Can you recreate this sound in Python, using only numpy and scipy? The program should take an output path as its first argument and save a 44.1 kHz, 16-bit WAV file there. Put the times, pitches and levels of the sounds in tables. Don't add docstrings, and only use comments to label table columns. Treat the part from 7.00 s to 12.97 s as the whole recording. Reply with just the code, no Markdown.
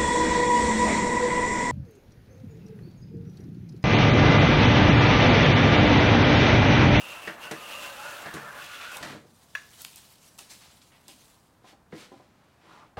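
import sys
import numpy as np
from scipy import signal
from scipy.fft import rfft, irfft, next_fast_len
from scipy.io import wavfile
from scipy.ndimage import uniform_filter1d, map_coordinates

SR = 44100
rng = np.random.default_rng(int(sys.argv[2]) if len(sys.argv) > 2 else 0)


def master(y):
    cut = np.clip(np.atleast_2d(y).T, -1, 1)
    pcm = np.round(cut * 32767)
    wavfile.write(sys.argv[1], SR, pcm.astype(np.int16))


N = 263277
BURST_N = SR // 2


def amp(db):
    return 10 ** (np.asarray(db) / 20)


def unit(x):
    return x / np.sqrt(np.mean(x ** 2) + 1e-20)


def clock():
    return np.arange(N) / SR


def burst_clock():
    return np.arange(BURST_N) / SR


def burst_noise():
    return rng.standard_normal(BURST_N)


def along(points, hz):
    f, v = np.transpose(points)
    return np.interp(np.log(hz + 1), np.log(f + 1), v)


def wobble(knots_per_s):
    knots = rng.standard_normal(int(N * knots_per_s / SR) + 4)
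    return map_coordinates(knots, [clock() * knots_per_s])


def filtered(x, response):
    m = next_fast_len(len(x) + 8192)
    return irfft(rfft(x, m) * response(np.fft.rfftfreq(m, 1 / SR)), m)[:len(x)]


def coloured(x, spectrum, top_hz=np.inf):
    def response(hz):
        return amp(along(spectrum, hz)) / np.sqrt(1 + (hz / top_hz) ** 4)
    return unit(filtered(x, response))


def resonant(x, modes):
    def response(hz):
        total = 0
        for k, (centre, width, db) in enumerate(modes):
            band = 1j * hz * width / (centre ** 2 - hz ** 2 + 1j * hz * width)
            total = total + (-1) ** k * amp(db) * band
        return total
    return unit(filtered(x, response))


def fractures(per_s, spread_db, size=N):
    hits = rng.random(size) < per_s / SR
    signs = rng.choice([-1, 1], size)
    sizes = amp(spread_db * np.clip(rng.standard_normal(size), -2, 2))
    return unit(hits * signs * sizes)


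def burst(rise_s, t60_s):
    t = burst_clock()
    return np.minimum(t / rise_s, 1) * amp(-60 * np.maximum(t - rise_s, 0) / t60_s)


def add(track, at_s, sound):
    part = track[max(round(at_s * SR), 0):][:len(sound)]
    part += sound[:len(part)]


def swell(start_s, length_s):
    out = np.zeros(N)
    add(out, start_s, signal.windows.tukey(int(length_s * SR)))
    return out


def narrow(hz, width_hz):
    phase = 2 * np.pi * np.cumsum(hz * np.ones(N)) / SR
    return unit(wobble(width_hz) * np.cos(phase) + wobble(width_hz) * np.sin(phase))


def bent(x, ratio):
    return map_coordinates(x, [np.cumsum(ratio)])


def patchy(x, depth_db):
    z = signal.stft(x, nperseg=256)[2]
    field = uniform_filter1d(rng.standard_normal(z.shape), 6, axis=0)
    field = uniform_filter1d(field, 8, axis=1)
    return unit(signal.istft(z * amp(depth_db * unit(field)), nperseg=256)[1][:len(x)])


SMEAR_HZ, MODE_SCATTER_RATIO = 11, .025


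def blow(modes, rise_s):
    t, ring = burst_clock(), 0
    for hz, db, t60_s in modes:
        smear = np.cumsum(rng.standard_normal(len(t))) * np.sqrt(2 * np.pi * SMEAR_HZ / SR)
        turns = hz * (1 + MODE_SCATTER_RATIO * rng.standard_normal()) * t + rng.random()
        tone = burst(rise_s, t60_s) * np.sin(2 * np.pi * turns + smear)
        ring = ring + amp(db + rng.standard_normal()) * tone
    return ring / np.sqrt(uniform_filter1d(ring ** 2, SR // 50).max())


# f/Hz, relative density/dB
AIR_SPECTRUM = [(20, -33), (32, -7), (45, -8.5), (80, -1), (160, 0), (260, -4.5), (400, -9.5), (900, -9.5),
                (1500, -14.5), (3000, -27), (8000, -31), (16000, -36)]
AIR_DB = -62


def workshop_air():
    return amp(AIR_DB) * coloured(rng.standard_normal(N), AIR_SPECTRUM)


STOP_S, STOP_DB_PER_S = 2.093, 170


def plane_stop():
    return amp(-STOP_DB_PER_S * np.maximum(clock() - STOP_S, 0))


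# t/s, level/dB
BITE = [(.1, -50.5), (.21, -55), (.265, -51), (.385, -63), (.44, -50.5), (.485, -57), (.57, -52.5),
        (.76, -47.5), (.92, -49.5), (1.15, -50), (1.47, -57.5), (1.55, -55.5), (1.62, -50.5), (1.86, -56.5),
        (1.95, -47), (2.0, -66), (2.2, -69)]
# f/Hz, relative density/dB
SOLE_SPECTRUM = [(40, -19), (130, -12), (400, -7.5), (560, -0.5), (750, -2.5), (900, -1), (1250, -1),
                 (1700, -3.5), (2300, -8), (3000, -16), (4500, -37), (9000, -28.5)]
# f/Hz, width/Hz, relative level/dB
BLADE_MODES = [(2590, 310, -0.5), (2760, 150, 9.5), (2900, 520, -2)]
# t/s, ratio
BLADE_PITCH = [(.1, 0.99), (.45, 0.99), (.78, 1.012), (1.1, 0.96)]
# f/Hz, relative density/dB
TEAR_SPECTRUM = [(600, -14.5), (2000, -2), (3000, 6.5), (4000, 2), (5200, -1), (8000, -3.5), (12000, -7),
                 (16000, -10.5)]
# f/Hz, relative density/dB
SPLINTER_SPECTRUM = [(1000, -19), (3500, -3), (6000, -0.5), (9000, -0.5), (11500, -0.5), (16000, -5)]
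# f/Hz, width/Hz, relative level/dB
CHIPBREAKER_MODES = [(2210, 1950, 2.5), (2956, 280, 7), (3450, 150, 2), (4570, 670, -20)]
USUAL_BITE_DB = -50.5
SOLE_AT_USUAL_BITE_DB, SOLE_DB_PER_BITE_DB = -46.5, 0.15
BLADE_AT_USUAL_BITE_DB, BLADE_DB_PER_BITE_DB = -43.5, 1.8
BLADE_WAVER_RATIO = 0.01813
CALM_S, CALM_TAKES_S, CALM_DB = 0.51, 0.44, 9
CURL_S, CURL_LENGTH_S, CURL_DB, CURL_SOLE_DIP_DB = 1.55, 0.42, -46.5, 5
TEAR_RE_BITE_DB, TEAR_PATCH_DB = 2.0, 1.4
SPLINTER_PER_S, SPLINTER_RE_BITE_DB = 320, -8


def stroke():
    t = clock()
    bite_db = np.interp(t, *np.transpose(BITE))
    extra_db = bite_db - USUAL_BITE_DB
    grain = amp(0.78 * wobble(130) + 1.08 * wobble(22.35))
    breaks = grain * fractures(per_s=7000, spread_db=2.5)

    curl = swell(CURL_S, CURL_LENGTH_S)
    rubbing_db = SOLE_AT_USUAL_BITE_DB + SOLE_DB_PER_BITE_DB * extra_db
    board = amp(rubbing_db - CURL_SOLE_DIP_DB * curl) * coloured(breaks, SOLE_SPECTRUM)

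    calm = np.clip((t - CALM_S) / CALM_TAKES_S, 0, 1)
    chatter_db = BLADE_AT_USUAL_BITE_DB + BLADE_DB_PER_BITE_DB * extra_db - CALM_DB * calm
    pitch = np.interp(t, *np.transpose(BLADE_PITCH)) * (1 + BLADE_WAVER_RATIO * wobble(25))
    iron = resonant(resonant(breaks, BLADE_MODES), [(2880, 3400, 0)])
    blade = amp(chatter_db) * amp(1.06 * wobble(90.1)) * bent(iron, pitch)

    tearing = grain * fractures(per_s=7000, spread_db=2.0)
    hiss = patchy(coloured(tearing, TEAR_SPECTRUM), TEAR_PATCH_DB)
    shaving = amp(bite_db + TEAR_RE_BITE_DB) * hiss

    crackle = coloured(fractures(per_s=SPLINTER_PER_S, spread_db=0), SPLINTER_SPECTRUM)
    splinters = amp(bite_db + SPLINTER_RE_BITE_DB) * crackle

    scraping = grain * fractures(per_s=3600, spread_db=3.5)
    scrape = resonant(resonant(scraping, CHIPBREAKER_MODES), [(3000, 7500, 0)])
    curling = amp(CURL_DB) * curl * scrape
    return (board + blade + shaving + splinters + curling) * plane_stop()


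# f/Hz, t60/s
WALLS = [(150, 0.54), (1500, 0.36), (5000, 0.32), (14000, 0.3)]
NEAREST_SURFACE_DELAY_S = .006


def workshop_echo(x):
    hz, t, z = signal.stft(burst_noise(), SR, nperseg=256)
    decay = amp(-60 * t / along(WALLS, hz)[:, None])
    tail = signal.istft(z * decay, SR, nperseg=256)[1]
    tail = np.pad(tail, (int(NEAREST_SURFACE_DELAY_S * SR), 0))
    return signal.fftconvolve(x, tail / np.linalg.norm(tail))[:N]


# start t/s, length/s, f/Hz, width/Hz, level/dB
DRAGS = [(0.145, 0.043, 1324, 39.6, -49.5), (0.44, 0.058, 1495, 29.6, -44),
         (0.828, 0.099, 1534, 129.6, -49), (0.967, 0.24, 1399, 600, -49.5), (1.232, 0.068, 1650, 1300, -47),
         (1.303, 0.035, 1750, 220, -49), (1.427, 0.23, 1404, 699, -52), (1.77, 0.2, 1443, 502.4, -46.5),
         (5.643, 0.24, 1122, 703, -56)]


def squeaks():
    out = np.zeros(N)
    for start_s, length_s, hz, width_hz, db in DRAGS:
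        out += amp(db) * swell(start_s, length_s) * narrow(hz, width_hz)
    return out


# t/s, thud level/dB (before THUD_TRIM_DB), thud low
# edge f/Hz, thud top edge f/Hz, # rattle level/dB, rattle top edge f/Hz
KNOCKS = [(0.2735, -37, 60, 900, -30.5, 3030), (.511, -33.5, 70, 1190, -32.5, 4500),
          (1.259, -42, 30, 900, -37.5, 4020), (1.339, -36.5, 30, 600, -50, 5000),
          (1.366, -42, 30, 300, -39.5, 2000), (2.008, -42.5, 30.5, 220, -61, 1190),
          (2.028, -42, 30, 280, -34, 7000), (2.048, -42, 30.2, 300, -41, 2500),
          (2.098, -43, 29.6, 600, -44, 4000), (2.126, -43.5, 50, 800, -48, 2500),
          (2.148, -41.5, 60, 800, -49, 2000), (2.245, -48.5, 150, 320, -70, 800),
          (4.9241, -34, 80, 430, -46.5, 2510)]
# f/Hz, relative level/dB, t60/s
BENCH_MODES = [(106, -12.5, 0.18), (147, -1, 0.18), (203, -1.5, 0.13), (233, -5, .11), (288, -5, 0.15),
               (324.5, 0, 0.15), (417.6, -1, 0.11), (465, -1.5, .12), (615, -7.5, .08), (769, -6.5, 0.13)]
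# f/Hz, relative density/dB
RATTLE_SPECTRUM = [(200, -30), (600, 4.5), (950, -2.5), (1400, 0.5), (1850, 5.5), (2400, -4.5), (5000, -8),
                   (15000, -13.5)]
# t/s, level/dB, ring low edge f/Hz, tick top edge
# f/Hz
TAPS = [(4.084, -54.5, 150, 1290), (4.642, -48, 600, 1200), (4.726, -54.5, 250, 900),
        (5.116, -46, 98, 1170), (5.139, -52, 30, 500), (5.197, -52, 100, 800), (5.815, -63, 500, 1600)]
# f/Hz, relative level/dB, t60/s
TOUCH_MODES = [(228, -8, .2), (289.4, -4.5, 0.27), (349, 0, 0.12), (538, -4, 0.11), (615, -7, .12),
               (781, 0, 0.1), (998, -6.5, 0.078), (1244, -14, 0.064)]
THUD_TRIM_DB = -2.0
REBOUND_S, REBOUND_LOSS_DB = .022, 9
TICK_RE_RING_DB, TICK_T60_S = -13.5, .07


def knocks():
    out = np.zeros(N)
    for at_s, thud_db, low_hz, edge_hz, rattle_db, top_hz in KNOCKS:
        def thud_response(hz):
            return (1j * hz / (low_hz + 1j * hz)) ** 2 / (1 + 1j * hz / edge_hz)
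        for delay_s, loss_db in [(0, 0), (REBOUND_S, REBOUND_LOSS_DB)]:
            thud = filtered(blow(BENCH_MODES, rise_s=0.0027), thud_response)
            rattle = burst(0.00025, 0.13) * coloured(burst_noise(), RATTLE_SPECTRUM, top_hz)
            knock = amp(thud_db + THUD_TRIM_DB) * thud + amp(rattle_db) * rattle
            add(out, at_s + delay_s, amp(-loss_db) * knock)
    for at_s, db, low_hz, top_hz in TAPS:
        tick = burst(0.0012, TICK_T60_S) * coloured(burst_noise(), RATTLE_SPECTRUM, top_hz)
        ring = filtered(blow(TOUCH_MODES, rise_s=0.0033), lambda hz: 1j * hz / (low_hz + 1j * hz))
        add(out, at_s, amp(db) * (ring + amp(TICK_RE_RING_DB) * tick))
    return out


# nominal f/Hz, width/Hz, peak t/s, half length/s, level/dB
BOARD_MODES = [(558, 55, .98, .27, -53.5), (852, 60, 1.036, 0.075, -51), (1209, 80, 0.73, 0.23, -54),
               (1400, 95, 1.092, 0.14, -47), (1174, 130, 1.59, .4, -54), (1465, 170, 1.57, .5, -51.5),
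               (1686, 220, 1.36, .4, -53), (2590, 80, 1.095, .1, -55)]
BOARD_WAVER_RATIO, BOARD_FLUTTER_DB = .035, 3


def singing():
    t, out = clock(), np.zeros(N)
    for hz, width_hz, peak_s, half_s, db in BOARD_MODES:
        strength = amp(db + BOARD_FLUTTER_DB * wobble(24.08))
        passing = np.exp(-((t - peak_s) / half_s) ** 4)
        pitch_hz = hz * (1 + BOARD_WAVER_RATIO * wobble(20))
        out += strength * passing * narrow(pitch_hz, width_hz)
    return out * plane_stop()


# peak t/s, level/dB (before RUSTLE_TRIM_DB), rise/(dB/s), fall/(dB/s)
RUSTLES = [(2.86, -51, 27, 22), (3.28, -54.5, 90, 280), (3.55, -56, 170, 20.5), (4.3, -59.5, 15, 55)]
# f/Hz, relative density/dB
PAPERY_SPECTRUM = [(530, -11), (900, -7), (1390, -8.5), (1790, -7), (2700, -3.5), (3910, -1.5), (6560, -4),
                   (8250, -3.5), (15100, -11), (16000, -11)]
# t/s, level/dB, rise/s, t60/s, top edge f/Hz
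CRUMPLES = [(.512, -37.5, 0.0014, 0.068, 11200), (1.337, -42, 0.0029, 0.12, 15000),
            (1.968, -39, 0.0022, 0.051, 16000), (2.787, -47, 0.023, 0.14, 18000),
            (2.967, -48.5, .004, 0.15, 14000), (3.383, -46.5, 0.0042, 0.37, 11000),
            (3.488, -46, 0.023, 0.28, 11000), (3.605, -55, 0.006, 0.69, 4500),
            (3.7, -57.5, .004, 0.086, 5030), (3.813, -54.5, 0.0057, 0.11, 6000),
            (3.915, -60, 0.0054, 0.48, 1980), (4.082, -48, 0.0015, 0.29, 11000)]
# t/s, level/dB, centre f/Hz
SNAPS = [(1.969, -35, 8000), (2.8183, -32.5, 10100), (2.8475, -32.5, 9000), (2.8491, -28.5, 2720),
         (2.9592, -36.5, 9000), (3.3785, -46, 9000), (3.388, -39, 8000), (3.3899, -36, 3300),
         (3.408, -44, 4480), (4.0812, -38.5, 7000)]
RUSTLE_TRIM_DB, CURL_PATCH_DB, SNAP_T60_S = -3.0, 2.1, 0.0088
STRAY_PER_S, STRAY_RE_RUSTLE_DB, STRAY_T60_S, STRAY_SPREAD_DB = 70, -13, 0.035, 2.5


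def curls():
    t = clock()
    motions_db = [db - np.maximum(rise * (peak_s - t), fall * (t - peak_s))
                  for peak_s, db, rise, fall in RUSTLES]
    motion_db = np.max(motions_db, axis=0)
    stray_hits = np.abs(fractures(per_s=STRAY_PER_S, spread_db=STRAY_SPREAD_DB))
    strays = unit(signal.fftconvolve(stray_hits, burst(0.00064, STRAY_T60_S))[:N])
    activity = amp(1.45 * wobble(35)) + amp(STRAY_RE_RUSTLE_DB) * strays
    rustle = patchy(coloured(fractures(per_s=10000, spread_db=1.5), PAPERY_SPECTRUM), CURL_PATCH_DB)
    out = amp(motion_db + RUSTLE_TRIM_DB) * activity * rustle
    for at_s, db, rise_s, t60_s, top_hz in CRUMPLES:
        breaks = fractures(per_s=7000, spread_db=0, size=BURST_N)
        crunch = patchy(coloured(breaks, PAPERY_SPECTRUM, top_hz), CURL_PATCH_DB)
        add(out, at_s, amp(db) * burst(rise_s, t60_s) * crunch)
    for at_s, db, hz in SNAPS:
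        crack = resonant(resonant(burst_noise(), [(hz, hz, 0)]), [(hz, 2 * hz, 0)])
        add(out, at_s, amp(db) * burst(0.00037, SNAP_T60_S) * crack)
    return out


# fastest t/s, half length/s, level/dB, top edge f/Hz
SLIDES = [(2.069, 0.096, -46.5, 3960), (4.691, 0.041, -56, 5000), (5.005, 0.063, -50.5, 5400),
          (5.147, 0.12, -64, 3040), (5.44, 0.25, -69, 1800), (5.74, 0.12, -56.5, 990)]
# f/Hz, relative density/dB
SLIDING_SPECTRUM = [(100, -16), (350, -3), (700, -3), (1100, -4.5), (1600, -2), (4000, -1.5), (9000, -8),
                    (16000, -15)]


def slides():
    out = np.zeros(N)
    for fastest_s, half_s, db, top_hz in SLIDES:
        speed = np.exp(-((clock() - fastest_s) / half_s) ** 2)
        hiss = filtered(fractures(per_s=7000, spread_db=2.5), lambda hz: 1 / (1 + 1j * hz / top_hz))
        out += amp(db) * speed * coloured(hiss, SLIDING_SPECTRUM)
    return out


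# f/Hz, relative level/dB, t60/s
BODY_MODES = [(647, -31, 0.12), (1100, -13, 0.036), (1315, -12, 0.04), (1600, -13.5, 0.044),
              (1705, 3, 0.04), (1790, -16, 0.018), (2026, -10, 0.033), (2480, -9.5, 0.035),
              (2610, -2, 0.023), (2810, -5.5, 0.02), (3400, -17.5, 0.07), (4030, -24, .04),
              (4380, -25, .04), (5800, -18, 0.04), (6000, -22, 0.02), (6770, -24, .03)]
CLACK_S = 2.5508
BUZZ_TILT = .45


def clack():
    out, t, ring = np.zeros(N), burst_clock(), 0
    for hz, db, t60_s in BODY_MODES:
        ring = ring + amp(db) * burst(0.002, t60_s) * np.sin(2 * np.pi * hz * t)
    crack = burst(0.00069, 0.038) * coloured(burst_noise(), RATTLE_SPECTRUM)
    buzz_modes = [(hz, 300, BUZZ_TILT * db) for hz, db, _ in BODY_MODES]
    buzz = burst(0.0084, 0.32) * resonant(burst_noise(), buzz_modes)
    add(out, CLACK_S, amp(-24.5) * ring + amp(-40.5) * crack + amp(-45.5) * buzz)
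    return out


WORK_ECHO_DB, CLACK_ECHO_DB = -8.0, -11.5


def scene():
    air = workshop_air()
    work = stroke() + squeaks() + knocks() + singing() + curls() + slides()
    plane_clack = clack()
    echo = workshop_echo(amp(WORK_ECHO_DB) * work + amp(CLACK_ECHO_DB) * plane_clack)
    return (work + plane_clack + echo + air)[None]


TOP_HZ = 15900


def record(dry):
    return np.array([filtered(channel, lambda hz: hz < TOP_HZ) for channel in dry])


dry = scene()
out = record(dry)
master(out)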